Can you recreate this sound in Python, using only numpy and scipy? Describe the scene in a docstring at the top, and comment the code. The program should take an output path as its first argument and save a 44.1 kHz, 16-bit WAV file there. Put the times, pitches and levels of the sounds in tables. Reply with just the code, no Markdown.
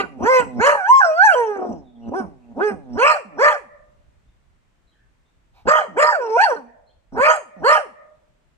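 """A small dog on a tiled terrace

The dog growls, yips, howls and barks close to a phone with two microphone ports. Its voice is a stack of
partials plus buzz and noisy air. Barks lock near 600 Hz; over most of them a second vibration arches above and
slides down into a growl. House walls answer at once and far buildings a quarter second late, as fading noise
tails. Behind are a low rumble that sinks under loud calls, town hiss and whistling birds."""
import sys
import numpy as np
from scipy import signal
from scipy.fft import rfft, irfft, next_fast_len
from scipy.io import wavfile
from scipy.ndimage import uniform_filter1d, minimum_filter1d, map_coordinates

SR = 44100
rng = np.random.default_rng(int(sys.argv[2]) if len(sys.argv) > 2 else 0)


def bounce(signal):
    """Save signal as a 16-bit WAV file at the path given by the first command-line argument."""
    frames = np.transpose(np.atleast_2d(signal))
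    limited = np.clip(frames, -1, 1)
    pcm = np.round(limited * 32767).astype(np.int16)
    wavfile.write(sys.argv[1], SR, pcm)


def gain_from_decibels(decibels):
    """Convert decibel values to linear amplitude factors."""
    exponent = np.asarray(decibels, float) / 20
    return 10 ** exponent


N = 377937  # length [samples]

# Barks: (time the voice locks [s], climb [s], hold [s], locked pitch [Hz], level [dB])
BARK_CALLS = [(0.659, .085, .115, 574.2, -13), (3.056, .11, .115, 600.7, -13),
              (3.433, .065, 0.14, 590.8, -14.5), (5.694, 0.034, .15, 607, -13), (6.0, .046, .15, 598, -17),
              (7.248, .115, .14, 615, -15), (7.691, .075, .115, 604, -12.5)]
# Yips: (time at the top [s], hold [s], pitch [Hz], level [dB], mouth opening [0-1])
YIP_CALLS = [(-.05, .055, 416, -16.5, 1), (0.301, .1, 519, -16, 0.88), (2.172, .035, 390, -24.5, .36),
             (2.64, 0.062, 424.2, -20.5, 0.49)]
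# How the pitch of a yip moves; stage is climb -1..0, hold 0..1, release 1..2: (stage, share of pitch)
YIP_PITCH_CURVE = [(-1, .35), (-.7, .55), (-.45, .73), (-.25, .87), (0, 1.01), (.5, .995), (1, .955),
                   (1.4, .9), (2, .85)]
# Howls, one table for each stretch between jumps of register:
# (time [s], pitch [Hz], level [dB], mouth opening [0-1])
HOWL_STRETCHES = [
    [(.67, 916, -26.5, .6), (.702, 985, -25, .6), (.77, 850, -27, 0.6), (.834, 711.5, -28, .35),
     (.87, 800, -24, 0.5), (.9, 980, -10, .2), (.922, 1046, -8, .15), (.96, 1080, -9, .4),
     (1.01, 1056, -10.5, 0.3)],
    [(1.005, 872, -20, .55), (1.035, 734.8, -17.5, .55), (1.063, 669.7, -22.5, 0.5),
     (1.12, 616.7, -23, 0.3), (1.16, 648.5, -24.5, 0.4), (1.225, 787.3, -13.5, .55),
     (1.251, 903, -9.5, .55), (1.319, 717.3, -15.5, .5), (1.35, 592.4, -15.5, 0.4)],
    [(1.352, 503.8, -18, .3), (1.396, 483, -18.5, .28), (1.47, 432.5, -23.5, .25), (1.55, 400, -30, 0.4),
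     (1.6, 374.7, -31.5, .22), (1.68, 354.2, -32, .15), (1.72, 348, -36.5, 0.1), (1.77, 339.7, -51.5, .1)],
    [(6.03, 927, -28.5, 0.4), (6.1, 980, -23.5, 0.8), (6.15, 746, -25.5, 0.6), (6.208, 496.8, -28.5, .4),
     (6.286, 434, -28, 0.4), (6.348, 448.4, -19.5, 0.2), (6.372, 503, -16.5, 0.3)],
    [(6.372, 670, -19, 0.2), (6.39, 709.6, -18, 0.7), (6.442, 952, -12.5, 1), (6.47, 743.8, -23, .6),
     (6.524, 466.5, -20, .35), (6.56, 442.7, -34, .3)],
    [(6.56, 315, -35, 0.7), (6.63, 235, -50, .05), (6.76, 245, -71, .03)],
]
# Growls that die away after a call and swell before the next:
# (start [s], end [s], start pitch [Hz], level dying from the start [dB], level swelling to the end [dB])
GROWL_CALLS = [(.03, 0.252, 200, -40, -28.5), (0.398, 0.603, 165, -31.5, -25.5),
               (1.689, 2.095, 245, -28, -30.5), (2.2, 2.531, 250, -32, -43), (2.704, 2.964, 233, -33, -30),
               (3.25, 3.375, 226.8, -50.5, -42.5), (5.655, 5.692, 168.9, -31.5, -45.5),
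               (5.88, 5.968, 215, -49.5, -42.5), (7.122, 7.2, 135, -37, -33.5),
               (7.565, 7.63, 200, -59.5, -36)]


def unit(x):
    """Scaled to rms 1."""
    return x / np.sqrt(np.mean(x ** 2) + 1e-20)


def steady(x, window_s):
    """x with its slow level divided out."""
    power = np.abs(uniform_filter1d(x ** 2, int(window_s * SR)))
    return x / np.sqrt(power + 1e-4 * np.mean(x ** 2))


def along(hz_points, values, hz):
    """Values joined on a log-frequency axis."""
    return np.interp(np.log(hz + 1), np.log(np.asarray(hz_points) + 1), values)


def filtered(x, response):
    """x times a complex response of frequency."""
    m = next_fast_len(x.shape[-1] + 8192)
    spectrum = rfft(x, m) * response(np.fft.rfftfreq(m, 1 / SR))
    return irfft(spectrum, m)[..., :x.shape[-1]]


def coloured(x, spectrum):
    """x through a curve of (frequency [Hz], level [dB]) points."""
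    return filtered(x, lambda hz: gain_from_decibels(along(*np.transpose(spectrum), hz)))


def flutter(count, rate):
    """Smooth complex chance of rms 1 (its real part has rms 0.7), rate knots a second."""
    knots = rng.standard_normal((2, int(count * rate / SR) + 4))
    at = [np.arange(count) * rate / SR]
    real, imaginary = [unit(map_coordinates(row, at)) / np.sqrt(2) for row in knots]
    return real + 1j * imaginary


def dog():
    """All calls, with overtones and turbulent air released by the open jaw."""
    # Sound leaving the mouth in the middle range: (frequency [Hz], relative level [dB])
    mouth_curve = [(1300, -56.5), (1750, -3.5), (2000, -5), (2250, -4), (2700, -6.5), (3100, -13.5),
                   (3350, -26.5), (4200, -120)]
    # Treble through the open muzzle: (frequency [Hz], relative level [dB])
    open_curve = [(3000, -37.5), (3400, -15), (3750, -17), (4200, -0.5), (4900, -3.5), (5500, -5.5),
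                  (6800, -3.5), (7600, 1.5), (8800, -5), (10000, -10.5), (11500, -22), (13000, -31),
                  (15200, -35)]
    # Treble through rounded lips: (frequency [Hz], relative level [dB])
    rounded_curve = [(3000, -41), (3500, -24.5), (4600, -23.5), (5600, -1), (6400, -9.5), (7000, -22.5),
                     (7800, -9.5), (9500, -12.5), (11000, -34), (15200, -52)]
    rough = roughness(np.arange(N) / SR)
    notes = barks() + yips() + HOWL_STRETCHES + growls()
    low, buzz, mouth, muzzle, jaw = folds(notes, rough, spread_hz=450, jitter=0.027)
    # air bursts out in ragged puffs
    air = rng.standard_normal(N) * gain_from_decibels(4 * flutter(count=N, rate=110).real)

    def band(spectrum, breathy, airy):
        """Buzz and air through one shape of the mouth; rough folds let more air through."""
        share = np.clip(breathy + airy * rough, 0, .97)
        voiced = steady(coloured(buzz, spectrum), 0.028)
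        return np.sqrt(1 - share) * voiced + np.sqrt(share) * unit(coloured(air, spectrum))

    # the treble comes through rounded lips until the muzzle opens
    opening = np.clip((jaw - .33) / .3, 0, 1)
    treble = opening * band(open_curve, .1, 2.2) + (1 - opening) * band(rounded_curve, .15, 3)
    overtones = mouth * band(mouth_curve, 0.04, 1.59) + muzzle * treble
    # rough folds close in uneven bursts
    creak = gain_from_decibels(5 * rough * flutter(count=N, rate=130).real)
    return creak * low + shifting(overtones, depth_db=7.0)


def barks():
    """Each bark climbs and locks; the second vibration arches over it unless a howl carries it on."""
    # One bark; stage is climb -1..0, then in holds from 0:
    # (stage, share of pitch, level added [dB], mouth opening [0-1])
    bark_curve = [(-1, 0.35, -31.5, .05), (-.8, .55, -21.5, .25), (-.6, .73, -8, 0.6), (-.35, .82, -4, 0.8),
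                  (0, .98, 0.5, .98), (.3, 1.02, 1.64, 0.97), (.65, 1.02, -8, 1), (1, .97, -20, 0.7),
                  (1.2, .95, -35.5, 0.6)]
    # The second vibration: (time from its top [s], pitch [Hz], level re bark [dB], mouth opening [0-1])
    arch_curve = [(-.05, 850, -11.5, .9), (0, 995, -7.5, 0.82), (.055, 769.2, -16.5, .85),
                  (.1, 519.7, -27.5, .3), (.14, 321.2, -43, .15), (.19, 185, -50.5, .03)]
    arch_top = .42  # where the arch peaks, as a share of the hold
    notes = []
    stage, share, shape_db, opening = np.transpose(bark_curve)
    for s, climb, hold, hz, db in BARK_CALLS:
        times = s + stage * np.where(stage < 0, climb, hold)
        notes.append(np.transpose([times, hz * share, db + shape_db, opening]))
        if not any(abs(howl[0][0] - s) < .05 for howl in HOWL_STRETCHES):
            notes.append(np.add(arch_curve, [s + arch_top * hold, 0, db, 0]))
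    return notes


def yip_times(s, hold, hz, stage):
    """Stages of a yip in seconds; the length of the climb grows with the pitch range it covers."""
    climb_hz_per_s, release_s = 2500, .07
    climb = hz * (1 - YIP_PITCH_CURVE[0][1]) / climb_hz_per_s
    return np.interp(stage, np.arange(-1, 3), [s - climb, s, s + hold, s + hold + release_s])


def yips():
    """Clear short notes out of a growl."""
    # At the stages of the pitch curve: (level added [dB], share of mouth opening)
    yip_curve = [(-38.5, .05), (-18, .12), (-10, .3), (-2.5, .9), (-1.6, 1), (-1.55, 1), (-3.5, 1),
                 (-16, .7), (-32, .2)]
    stage, share = np.transpose(YIP_PITCH_CURVE)
    shape_db, wide = np.transpose(yip_curve)
    notes = []
    for s, hold, hz, db, opening in YIP_CALLS:
        times = yip_times(s, hold, hz, stage)
        notes.append(np.transpose([times, hz * share, db + shape_db, opening * wide]))
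    return notes


def growls():
    """Through nearly closed lips, pitch settles to the chest note as a dying and a swelling effort overlap."""
    chest_hz, settle_s = 115, 0.074
    die_db_per_s, swell_db_per_s, opening = 147, 190.5, 0.013
    notes = []
    for start, end, hz, start_db, end_db in GROWL_CALLS:
        s = np.linspace(start, end, 16)
        dying = gain_from_decibels(start_db - die_db_per_s * (s - start))
        swelling = gain_from_decibels(end_db - swell_db_per_s * (end - s))
        pitch = chest_hz + (hz - chest_hz) * np.exp((start - s) / settle_s)
        notes.append(np.transpose([s, pitch, 20 * np.log10(dying + swelling), opening + 0 * s]))
    return notes


def roughness(t):
    """Irregular vibration 0-1: where two vibrations fight, growls, yips crack and register breaks."""
    # Breaks of register: (start [s], end [s], roughness [0-1])
    break_spans = [(.33, .34, .06), (1.02, 1.05, .4), (1.3, 1.355, .15), (1.57, 1.75, .5),
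                   (2.96, 2.985, .3), (5.65, 5.7, .65), (6.39, 6.58, .2), (7.11, 7.19, .45)]
    clear, growled, barked, climbing, cracked = .012, .09, .5, .1, .5
    ramp_s = .02
    spans = break_spans + [(start, end, growled) for start, end, *_ in GROWL_CALLS]
    for s, climb, hold, *_ in BARK_CALLS:
        spans += [(s - climb, s, climbing), (s + ramp_s / 2, s + hold, barked),
                  (s + hold, s + 2 * hold, climbing)]
    for s, hold, hz, *_ in YIP_CALLS:
        # yips crack on the way in and on the way out
        for pair in ([-.8, -.35], [1.2, 1.9]):
            spans.append((*yip_times(s, hold, hz, pair), cracked))
    curves = [np.interp(t, [a - ramp_s, a, b, b + ramp_s], [clear, r, r, clear]) for a, b, r in spans]
    return np.max(curves, 0)


def folds(notes, rough, spread_hz, jitter):
    """Low partials, upper buzz and the jaw's levels; rough folds smear each partial into a band."""
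    # Vocal tract over the low partials:
    # (frequency [Hz], level with lips shut [dB], rounded [dB], half open [dB], wide open [dB])
    tract = [(100, -3.5, -8.5, -12, -14), (240, 2.9, -7.5, -10, -13.5), (400, -14.5, -2.8, -1.2, -2),
             (600, -11.5, 0.1, -2.5, -1.9), (800, -9.5, -4, -10, -3.5), (950, -20, 3, -0.5, 2.5),
             (1250, -50, -18, -13.5, 4), (1500, -60.5, -25, -.5, -20.5), (1700, -67.5, -24, -9, -5),
             (1900, -70.5, -29, -28.5, -2), (2300, -78, -34, -35, -28), (2800, -81.5, -64.5, -59.5, -55)]
    # The mouth openings [0-1] of those four shapes
    shape_openings = [0, .22, .55, 1]
    source_db_per_octave = -1.5
    wander_db = 2.4  # each partial swells and fades as the tongue moves
    mouth_db, muzzle_db = -14.5, -23  # overtones re the voice with the jaw open
    mouth_shut_db, muzzle_shut_db = -23, -14.5  # added when the jaw is shut
    low, buzz, mouth, muzzle, jaw = np.zeros((5, N))
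    tract_hz, *shapes_db = np.transpose(tract)
    for note in notes:
        s, *cols = np.transpose(note)
        # notes that touch overlap briefly
        at = np.arange(max(round((s[0] - .003) * SR), 0), round((s[-1] + .003) * SR))
        pitch, db, opening = [np.interp(at / SR, s, c) for c in cols]
        # the folds change tension smoothly
        pitch = uniform_filter1d(pitch, int(.025 * SR), mode="nearest")
        opening = np.clip(opening, 0, 1)
        # 6 ms fades; a note at the very start is already sounding
        from_start = at - at[0] + (s[0] < .01) * SR
        fade = np.sin(np.pi / 2 * np.clip(np.minimum(from_start, at[-1] - at) / (.006 * SR), 0, 1)) ** 2
        phase, share = 2 * np.pi * np.cumsum(pitch) / SR, rough[at]

        order = np.arange(1, 11)[:, None]
        blend = [np.interp(opening, shape_openings, one) for one in np.eye(len(shape_openings))]
        tract_db = sum(w * along(tract_hz, shape_db, order * pitch) for w, shape_db in zip(blend, shapes_db))
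        gains = gain_from_decibels(tract_db + source_db_per_octave * np.log2(order))
        gains *= fade * gain_from_decibels(db) / np.sqrt((gains ** 2).sum(0))
        for k, gain in enumerate(gains, start=1):
            # the throat resonance holds a high fundamental steadier than its overtones
            smear = share * np.where((k == 1) & (pitch > 420), .35, .75)
            # the smear widens with the partial's number; spread_hz is that of the second
            chance = flutter(count=len(at), rate=spread_hz * (1 + k) / 3)
            shake = np.sqrt(1 - smear) + np.sqrt(smear) * chance
            wander = gain_from_decibels(wander_db * flutter(count=len(at), rate=28).real)
            low[at] += np.sqrt(2) * gain * wander * np.imag(shake * np.exp(1j * k * phase))

        # cycles come slightly early or late, which blurs the highest partials most
        upper = np.arange(2, 40)[:, None]
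        uneven = phase + jitter * (1 + 4 * share) * flutter(count=len(at), rate=150).real
        lines = np.sin(upper * uneven + rng.uniform(0, 2 * np.pi, upper.shape)) * (upper * pitch < 14000)
        buzz[at] += fade * gain_from_decibels(db) * np.sqrt(pitch) * lines.sum(0)
        mouth[at] += (fade * gain_from_decibels(db + mouth_db + mouth_shut_db * (1 - opening))) ** 2
        bright = (fade * gain_from_decibels(db + muzzle_db + muzzle_shut_db * (1 - opening))) ** 2
        muzzle[at] += bright
        jaw[at] += bright * opening
    # powers become levels; the jaw is the opening averaged over the notes that sound
    return low, buzz, np.sqrt(mouth), np.sqrt(muzzle), jaw / (muzzle + 1e-20)


def shifting(x, depth_db):
    """Tongue and lips keep moving: patches of frequency swell and fade."""
    z = signal.stft(x, nperseg=512)[2]
    field = uniform_filter1d(rng.standard_normal(z.shape), size=7, axis=0)
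    field = uniform_filter1d(field, size=10, axis=1)
    return signal.istft(z * gain_from_decibels(depth_db * unit(field)), nperseg=512)[1][:N]


def breath():
    """A short intake of air before a bout: noise through throat resonances."""
    # The dog draws breath: (start [s], length [s], level [dB])
    intakes = [(5.531, .11, -57.5)]
    # Throat resonances: (frequency [Hz], width [Hz], relative level [dB])
    resonances = [(850, 78, 4), (2400, 200, -8), (3650, 200, -18)]
    swell = np.zeros(N)
    for s, length, db in intakes:
        count = round(length * SR)
        swell[round(s * SR):][:count] = gain_from_decibels(db) * np.hanning(count) ** .5

    def tube(f):
        """All the resonances side by side."""
        return sum(gain_from_decibels(db) * 1j * f * w / (c * c - f * f + 1j * f * w) for c, w, db in resonances)

    return swell * unit(filtered(rng.standard_normal(N), tube))


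def ports(x):
    """The phone body delays and shades the direct sound differently at each port."""
    # The two ports:
    # (frequency [Hz], phase by which left leads [rad], left minus right [dB], shared colour [dB])
    port_curve = [(54.6, -2.5, -3, -4.5), (656.5, 1, 1.5, 4), (803, -0.15, 1.5, 1.5), (1221, 1.9049, -3, 2),
                  (1480, 2, -11.5, 7.5), (1993, 2.5, 4, 3), (2860, 0.91, -1, -1), (3400, 1.5, -3.5, 6),
                  (4100, 1.5, -9, 1.5), (5485, 4.5, -4, 3), (6500, 5, -3.5, -2), (8470, 6.5, -6, -9.5),
                  (11295, 10.5, 6, 0.5), (13090, 14, 6.5, 0)]
    hz_points, lead, balance_db, colour_db = np.transpose(port_curve)
    side = np.array([[.5], [-.5]])

    def response(f):
        """Half of each difference goes to either side."""
        level_db = along(hz_points, colour_db, f) + side * along(hz_points, balance_db, f)
        return gain_from_decibels(level_db) * np.exp(1j * side * along(hz_points, lead, f))

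    return filtered(x, response)


def answer(x, decays, delay_s, rise_s):
    """A diffuse stereo tail of noise, each frequency dying at its own speed."""
    hz, t, z = signal.stft(rng.standard_normal((2, SR)), SR, nperseg=256)
    t60 = along(*np.transpose(decays), hz)[:, None]
    shape = gain_from_decibels(-60 * t / t60) * (1 - np.exp(-t / rise_s))
    tail = signal.istft(z * shape, SR, nperseg=256)[1]
    tail = tail / np.sqrt(np.mean(tail ** 2) * 2 * SR / 100)
    late = np.pad(x, (round(delay_s * SR), 0))[None]
    return signal.fftconvolve(late, tail, axes=1)[:, :N] / 10


def chirps():
    """Far birds: husky gliding whistles, blurred by distance."""
    # (start [s], length [s], start pitch [Hz], end pitch [Hz], level [dB])
    whistles = [(1.828, 0.11, 3770, 3480, -64.5), (1.946, 0.043, 3500, 3270, -66),
                (2.004, 0.078, 2900, 2750, -60), (2.408, 0.067, 2540, 2560, -69.5),
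                (4.27, .05, 3600, 3510, -75), (4.864, .05, 4100, 3900, -66.5),
                (4.902, .06, 3096, 3370, -71), (4.901, 0.18, 1700, 1660, -66.5),
                (5.24, .07, 3650, 3700, -74), (6.857, .06, 4100, 4340, -65),
                (6.887, 0.044, 3110, 3550, -66)]
    out = np.zeros(N)
    for s, length, from_hz, to_hz, db in whistles:
        glide = np.linspace(from_hz, to_hz, round(length * SR))
        tone = flutter(count=len(glide), rate=390) * np.exp(2j * np.pi * np.cumsum(glide) / SR)
        out[round(s * SR):][:len(glide)] += gain_from_decibels(db) * np.hanning(len(glide)) * tone.real
    return out


def outdoors():
    """A low rumble whose level dips at times, over an even town hiss, both shaped noise."""
    # Level of the low rumble, which sinks under loud calls: (time [s], rumble level [dB])
    rumble_levels = [(0.0, -67), (1.12, -78), (1.67, -62), (2.98, -60), (3.13, -78), (4.01, -55),
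                     (4.94, -65.5), (5.06, -59), (5.34, -65.5), (5.75, -54), (5.85, -83.5), (7.14, -58),
                     (7.35, -74), (8.57, -64)]
    # Colour of the rumble: (frequency [Hz], relative level [dB])
    rumble_curve = [(12, -35), (20, 0), (54, 0), (113, -11), (146, -17.5), (200, -22.5), (260, -53),
                    (440, -120)]
    # Colour of the town hiss: (frequency [Hz], relative level [dB])
    town_curve = [(80, -29.5), (130, -8), (250, -12.5), (500, -18), (1000, -19.5), (2000, -22.5),
                  (3200, -28), (5000, -34), (8000, -34), (11000, -46), (15200, -48)]
    rumble_db = np.interp(np.arange(N) / SR, *np.transpose(rumble_levels))
    rumble = gain_from_decibels(rumble_db + 3.4 * flutter(count=N, rate=36).real)
    town = gain_from_decibels(-67.5 + 1.2 * flutter(count=N, rate=2.0).real)
    return rumble * rush(rumble_curve) + town * rush(town_curve)


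def rush(spectrum):
    """Stereo noise of rms 1, most alike on both ports in the bass."""
    # (frequency [Hz], left-right likeness [0-1])
    likeness = [(60, 0.18), (150, 0.66), (390, 0.19), (1010, 0.01), (2600, 0.05)]
    pair = coloured(rng.standard_normal((2, N)), spectrum)

    def mix(hz):
        """Shares of the common and the opposite part that give this likeness."""
        turn = np.arccos(np.clip(along(*np.transpose(likeness), hz), 0, 1)) / 2
        return np.array([np.cos(turn), np.sin(turn)])

    mid, side = filtered(pair, mix)
    return unit(np.array([mid + side, mid - side]))


def limited(x, ceiling, hold_s):
    """Gain that ducks just ahead of each peak and recovers smoothly."""
    width = int(hold_s * SR)
    need = np.minimum(ceiling / (np.abs(x).max(0) + 1e-9), 1)
    return x * uniform_filter1d(minimum_filter1d(need, 2 * width), width)


def scene():
    """Dog, its echoes, birds and the open air."""
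    # How long echoes take to fall by 60 dB, for house walls, terrace tiles and far buildings:
    # (frequency [Hz], decay time [s])
    wall_decay = [(200, 0.51), (900, 0.37), (1700, 0.38), (8000, 0.32)]
    tile_decay = [(200, .04), (2000, 0.019), (10000, 0.014)]
    street_decay = [(300, 0.96), (1000, 0.68), (3000, 0.35), (5000, 0.21)]
    voice, birds = dog() + breath(), chirps()
    walls = gain_from_decibels(-11) * answer(voice, wall_decay, delay_s=.012, rise_s=0.00263)
    tiles = gain_from_decibels(-6.5) * answer(voice, tile_decay, delay_s=0.0016, rise_s=0.00061)
    distant = coloured(voice, [(300, -20.0), (600, 8.0), (900, -5.5), (2000, 1), (4000, -21.0)])
    far = gain_from_decibels(-36.0) * answer(distant, street_decay, delay_s=0.24, rise_s=0.0083)
    bird_echo = gain_from_decibels(2.5) * answer(birds, wall_decay, delay_s=.01, rise_s=.01)
    return ports(voice) + walls + tiles + far + birds + bird_echo + outdoors()


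def low_pass(x):
    """Removes everything above the highest recorded frequency."""
    return signal.sosfilt(signal.butter(12, 15140, fs=SR, output="sos"), x)


def record(dry):
    """The phone's limiter holds down the peaks."""
    safe = limited(dry, ceiling=.96, hold_s=.012)
    return low_pass(safe)


dry = scene()
out = record(dry)
bounce(out)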